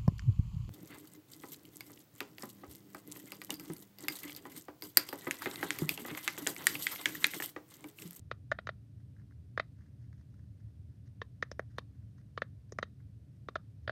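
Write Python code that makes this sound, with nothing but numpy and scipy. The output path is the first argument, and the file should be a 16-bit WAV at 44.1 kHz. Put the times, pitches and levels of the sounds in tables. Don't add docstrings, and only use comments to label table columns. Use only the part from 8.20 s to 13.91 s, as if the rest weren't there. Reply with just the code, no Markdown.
import sys
import numpy as np
from scipy import signal
from scipy.fft import rfft, irfft
from scipy.io import wavfile
from scipy.ndimage import uniform_filter1d

SR = 44100
rng = np.random.default_rng(int(sys.argv[2]) if len(sys.argv) > 2 else 0)


def dump(signal):
    limited = np.clip(np.atleast_2d(signal).T, -1, 1)
    pcm = np.round(limited * 32767).astype(np.int16)
    wavfile.write(sys.argv[1], SR, pcm)


N = 251811

# t/s, cup f/Hz, wall f/Hz, rim f/Hz, cup level/dB, wall level/dB, rim level/dB,
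# ring stretch/factor, rustle level/dB, tick level/dB, crack level/dB, thump level/dB
DOME_POPS = [(0.115, 503, 1326, 1920, -30, -26, -32, 0.43, -46, -62.5, -88, -47),
             (0.317, 595, 1220, 1610, -29.5, -42, -20, 1.16, -45.5, -53, -78, -44),
             (0.3204, 665, 1510, 1730, -26.5, -27, -20, 0.69, -46, -59, -71.5, -43.5),
             (0.3889, 653, 1430, 1900, -34.5, -33, -35, 0.62, -50.5, -79, -92, -53),
             (0.4724, 487, 1350, 1790, -39.5, -28.5, -33, 0.4, -48, -56, -72, -54),
             (0.4919, 615, 1370, 1830, -30.5, -30, -28.5, 0.56, -48, -68, -80.5, -61),
             (1.3773, 522, 1202, 1670, -27.5, -29.5, -19.5, 0.45, -47.5, -59.5, -83.5, -44),
             (1.3988, 644, 1292, 2003, -25.5, -24.5, -21, 0.54, -39.5, -57, -79.5, -50.5),
             (3.0179, 450, 1050, 1770, -35.5, -33, -30.5, 0.99, -47, -62.5, -93, -67),
             (3.227, 478, 1280, 1824, -30.5, -30.5, -19.5, 0.62, -44.5, -50.5, -68, -44),
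             (3.316, 538, 966, 1700, -34, -50, -37.5, 0.53, -57, -48, -74.5, -48),
             (3.3953, 543, 1460, 1716, -22.5, -51, -24.5, 0.33, -57, -60.5, -64.5, -42.5),
             (3.5848, 490, 1027, 1740, -32.5, -27.5, -30, 0.55, -43.5, -54, -57.5, -41.5),
             (4.1773, 463, 1194, 1735, -33, -27, -33.5, 0.64, -46, -61.5, -90, -51),
             (4.2205, 541, 1350, 1738, -27.5, -31, -21.5, 0.66, -45.5, -59.5, -77, -39),
             (4.5232, 410, 1150, 1860, -34.5, -53.5, -49.5, 0.73, -67.5, -50.5, -71, -48.5),
             (4.588, 607, 1260, 1950, -28.5, -25.5, -27, 0.41, -53, -53.5, -65.5, -37.5),
             (4.629, 507, 1315, 1850, -28.5, -27, -26, 0.51, -42, -54.5, -86.5, -40.5),
             (5.2873, 408, 1190, 1998, -31, -28.5, -41, 0.45, -50.5, -65, -86, -46),
             (5.3572, 580, 1330, 1570, -31.5, -29, -28.5, 1, -46, -58.5, -79, -45),
             (5.3601, 601, 1230, 1550, -28.5, -35, -27.5, 0.6, -51, -66, -81.5, -51),
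             (5.6784, 593, 1470, 1710, -31.5, -33, -29, 0.83, -43, -71, -90.5, -44),
             (5.6956, 636, 1570, 1640, -27, -26.5, -29, 0.7, -47.5, -68.5, -87, -48.5)]
BASE_RING_T60 = [.025, .018, .015]
# f/Hz, level/dB
RUSTLE_TONE = [(1700, -32.5), (2300, 4), (2800, -1), (3600, 4.5), (4300, -0.5), (4900, -6), (5600, -21.5),
               (7000, -51.5)]
# f/Hz, level/dB
TICK_TONE = [(4000, -33), (5000, 3), (6300, 2), (7000, -6.5), (8200, -23.5), (9500, -46.5)]
# f/Hz, level/dB
CRACK_TONE = [(6800, -43), (7800, -4), (9000, 1.5), (11500, -2), (13500, -8), (15500, -5.5)]
# t/s, rub level/dB, scuff level/dB, t60/s
FINGER_SLIPS = [(0.965, -66, -87.5, 0.021), (0.9975, -67, -84, 0.026), (1.016, -70, -87, 0.03),
                (1.1107, -64, -84, 0.018), (1.1229, -62, -84, 0.009), (1.587, -81, -87, 0.021),
                (1.6218, -68, -88, 0.018), (1.929, -62, -74, 0.019), (2.012, -69.5, -78, 0.024),
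                (2.142, -66.5, -83, 0.008), (2.1935, -69, -90, 0.023), (3.9823, -66.5, -80, 0.03),
                (4.0132, -70, -81, 0.017), (4.494, -74.5, -75.5, 0.023), (4.803, -67.5, -88, 0.024)]
# t/s, length/s, rub level/dB, scuff level/dB
FINGER_SLIDES = [(0.77, 0.053, -87, -95), (0.955, 0.075, -82.5, -95), (1.53, 0.17, -81.5, -91),
                 (1.78, 0.11, -82.5, -87.5), (1.915, 0.11, -86, -90), (2.06, 0.24, -88.5, -92),
                 (2.35, 0.22, -88, -96), (2.68, 0.14, -90, -96.5), (2.852, 0.032, -79.5, -81.5),
                 (3.485, 0.11, -81, -87), (3.66, 0.2, -91, -99), (3.965, 0.052, -81, -85),
                 (4.79, 0.054, -84, -99), (5.135, 0.039, -86, -91.5), (5.58, 0.16, -93, -91.5)]
# f/Hz, level/dB
RUB_TONE = [(800, -8), (1200, -2), (1700, 3.5), (2100, -1), (2600, -34)]
# f/Hz, level/dB
SCUFF_TONE = [(2200, -10.5), (3000, 0), (5000, 9), (6800, 7.5), (8000, -45)]
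# f/Hz, t60/s
ROOM_T60 = [(300, 0.0518), (900, 0.17), (1300, 0.13), (2200, 0.13), (3000, 0.13), (5000, 0.28),
            (9000, 0.04)]
# f/Hz, level/dB
ROOM_TONE = [(300, -5.5), (1000, -3.5), (2300, -5.5), (3200, -6.5), (4200, -9.5), (8000, -8)]
# f/Hz, level/dB
RUMBLE_TONE = [(15, -77), (25, -43.5), (43, -30.5), (51, -19.5), (64, -7), (81, 0.5), (93, -2.5), (108, 3),
               (132, -2), (156, -12), (204, -13), (237, -22), (275, -17), (325, -28.5), (383, -30.5),
               (438, -33.5), (900, -48.5), (1170, -75.5), (1980, -120)]
# f/Hz, level/dB
HISS_TONE = [(290, -32.5), (500, -20), (583, 1.5), (817, -16), (1070, -8), (1110, -10.5), (1790, -9),
             (2120, -11.5), (2580, -12), (5400, -14.5), (7600, -19.5), (8390, -16), (9700, -17.5),
             (10500, -20.5), (14300, -21)]

SHORT = 2048
LEAD_S = 0.006


def pop(cup_hz, wall_hz, rim_hz, cup_db, wall_db, rim_db, stretch, rustle_db, tick_db, crack_db,
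        thump_db):
    buckle_s = 0.00033
    noise_rise_s = 0.0014
    thump_hz, thump_t60 = 205, 0.049
    t = np.arange(SHORT) / SR - LEAD_S
    after = np.maximum(t, 0)
    ring = np.zeros(SHORT)
    for hz, db, t60 in zip([cup_hz, wall_hz, rim_hz], [cup_db, wall_db, rim_db], BASE_RING_T60):
        ring += gain_of(db - 60 * after / (t60 * stretch)) * np.cos(2 * np.pi * hz * t)
    ring *= swell(t, buckle_s)
    ring = signal.lfilter(*signal.butter(2, 330, "high", fs=SR), ring)
    ring = signal.filtfilt(*signal.butter(4, 2450, fs=SR), ring)
    rustle = gain_of(rustle_db) * burst(RUSTLE_TONE, noise_rise_s, t60=0.03)
    tick = gain_of(tick_db) * burst(TICK_TONE, noise_rise_s, t60=0.023)
    crack = gain_of(crack_db) * burst(CRACK_TONE, noise_rise_s, t60=0.01)
    snap = ring + rustle + tick + crack
    desk_echo = gain_of(-13.5) * np.interp(t - 0.001594, t, snap, left=0)
    thump = gain_of(thump_db - 60 * after / thump_t60) * np.sin(2 * np.pi * thump_hz * after)
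    thump *= 1 - np.exp(-after / 0.00067)
    return hollow(snap + desk_echo + thump)


def hollow(x, centre_hz=866, width_hz=330, depth=0.55):
    notched = signal.lfilter(*signal.iirnotch(centre_hz, centre_hz / width_hz, fs=SR), x)
    return (1 - depth) * x + depth * notched


def slip(rub_db, scuff_db, t60):
    rub = gain_of(rub_db) * burst(RUB_TONE, rise_s=0.00027, t60=t60)
    scuff = gain_of(scuff_db) * burst(SCUFF_TONE, rise_s=0.00035, t60=t60)
    return rub + scuff


def slide(length_s, rub_db, scuff_db):
    count = round(length_s * SR)
    wobble = uniform_filter1d(uniform_filter1d(rng.standard_normal(count), 300), 300)
    grains = unit_level(gain_of(5.3 * unit_level(wobble)))
    rub = gain_of(rub_db) * noise(RUB_TONE, count)
    scuff = gain_of(scuff_db) * noise(SCUFF_TONE, count)
    fade_in_out = signal.windows.tukey(count, 0.34)
    return grains * (rub + scuff) * fade_in_out


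def near_scatter(x, level_db=-17.5, t60=0.032):
    t = np.arange(SHORT) / SR
    fade_in = 1 - np.exp(-t / 0.005)
    echoes = rng.standard_normal(SHORT) * fade_in * gain_of(-60 * t / t60)
    return gain_of(level_db) * signal.fftconvolve(x, echoes / np.linalg.norm(echoes))[:N]


def room_echo(x, gap_s=0.02):
    hz, frame_s, bands = signal.stft(rng.standard_normal(SR // 4), SR, nperseg=256)
    fades = gain_of(-60 * frame_s / look_up(ROOM_T60, hz)[:, None])
    _, tail = signal.istft(bands * fades, SR, nperseg=256)
    t = np.arange(len(tail)) / SR
    tail *= 1 - np.exp(-(t / gap_s) ** 4)
    tail = colour(tail / np.linalg.norm(tail), ROOM_TONE)
    return gain_of(-27.5) * signal.fftconvolve(x, tail)


def rumble(level_db=-51.5):
    return gain_of(level_db) * noise(RUMBLE_TONE, N)


def hiss(level_db=-82):
    return gain_of(level_db) * noise(HISS_TONE + [(14500, -48)], N)


def burst(tone, rise_s, t60):
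    t = np.arange(SHORT) / SR - LEAD_S
    shape = swell(t, rise_s) * gain_of(-60 * np.maximum(t, 0) / t60)
    puff = colour(rng.standard_normal(SHORT) * shape, tone)
    return unit_level(puff) * np.sqrt(np.mean(shape ** 2))


def swell(t, rise_s):
    return np.exp(-np.minimum(t, 0) ** 2 / (2 * rise_s ** 2))


def noise(tone, count):
    return unit_level(colour(rng.standard_normal(count), tone))


def colour(x, tone):
    hz = np.fft.rfftfreq(len(x), 1 / SR)
    return irfft(rfft(x) * gain_of(look_up(tone, hz)), len(x))


def look_up(table, hz):
    row_hz, values = np.transpose(table)
    return np.interp(np.log(hz + 1), np.log(row_hz + 1), values)


def gain_of(db):
    return 10 ** (np.asarray(db) / 20)


def unit_level(x):
    return x / np.sqrt(np.mean(x ** 2) + 1e-20)


def add(mix, start_s, sound):
    part = mix[round(start_s * SR):][:len(sound)]
    part += sound[:len(part)]


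def scene():
    toy, echoes = np.zeros(N), np.zeros(N)
    sounds = [(t - LEAD_S, pop(*row)) for t, *row in DOME_POPS]
    sounds += [(t - LEAD_S, slip(*row)) for t, *row in FINGER_SLIPS]
    sounds += [(t, slide(*row)) for t, *row in FINGER_SLIDES]
    for start_s, sound in sounds:
        add(toy, start_s, sound)
        add(echoes, start_s, room_echo(sound))
    background = rumble() + hiss()
    return (toy + near_scatter(toy) + echoes + background)[None]


def record(dry):
    top_hz = 15640
    low_pass = signal.firwin(511, top_hz, window=("kaiser", 9), fs=SR)
    return signal.oaconvolve(dry, low_pass[None], "same")


dry = scene()
out = record(dry)
dump(out)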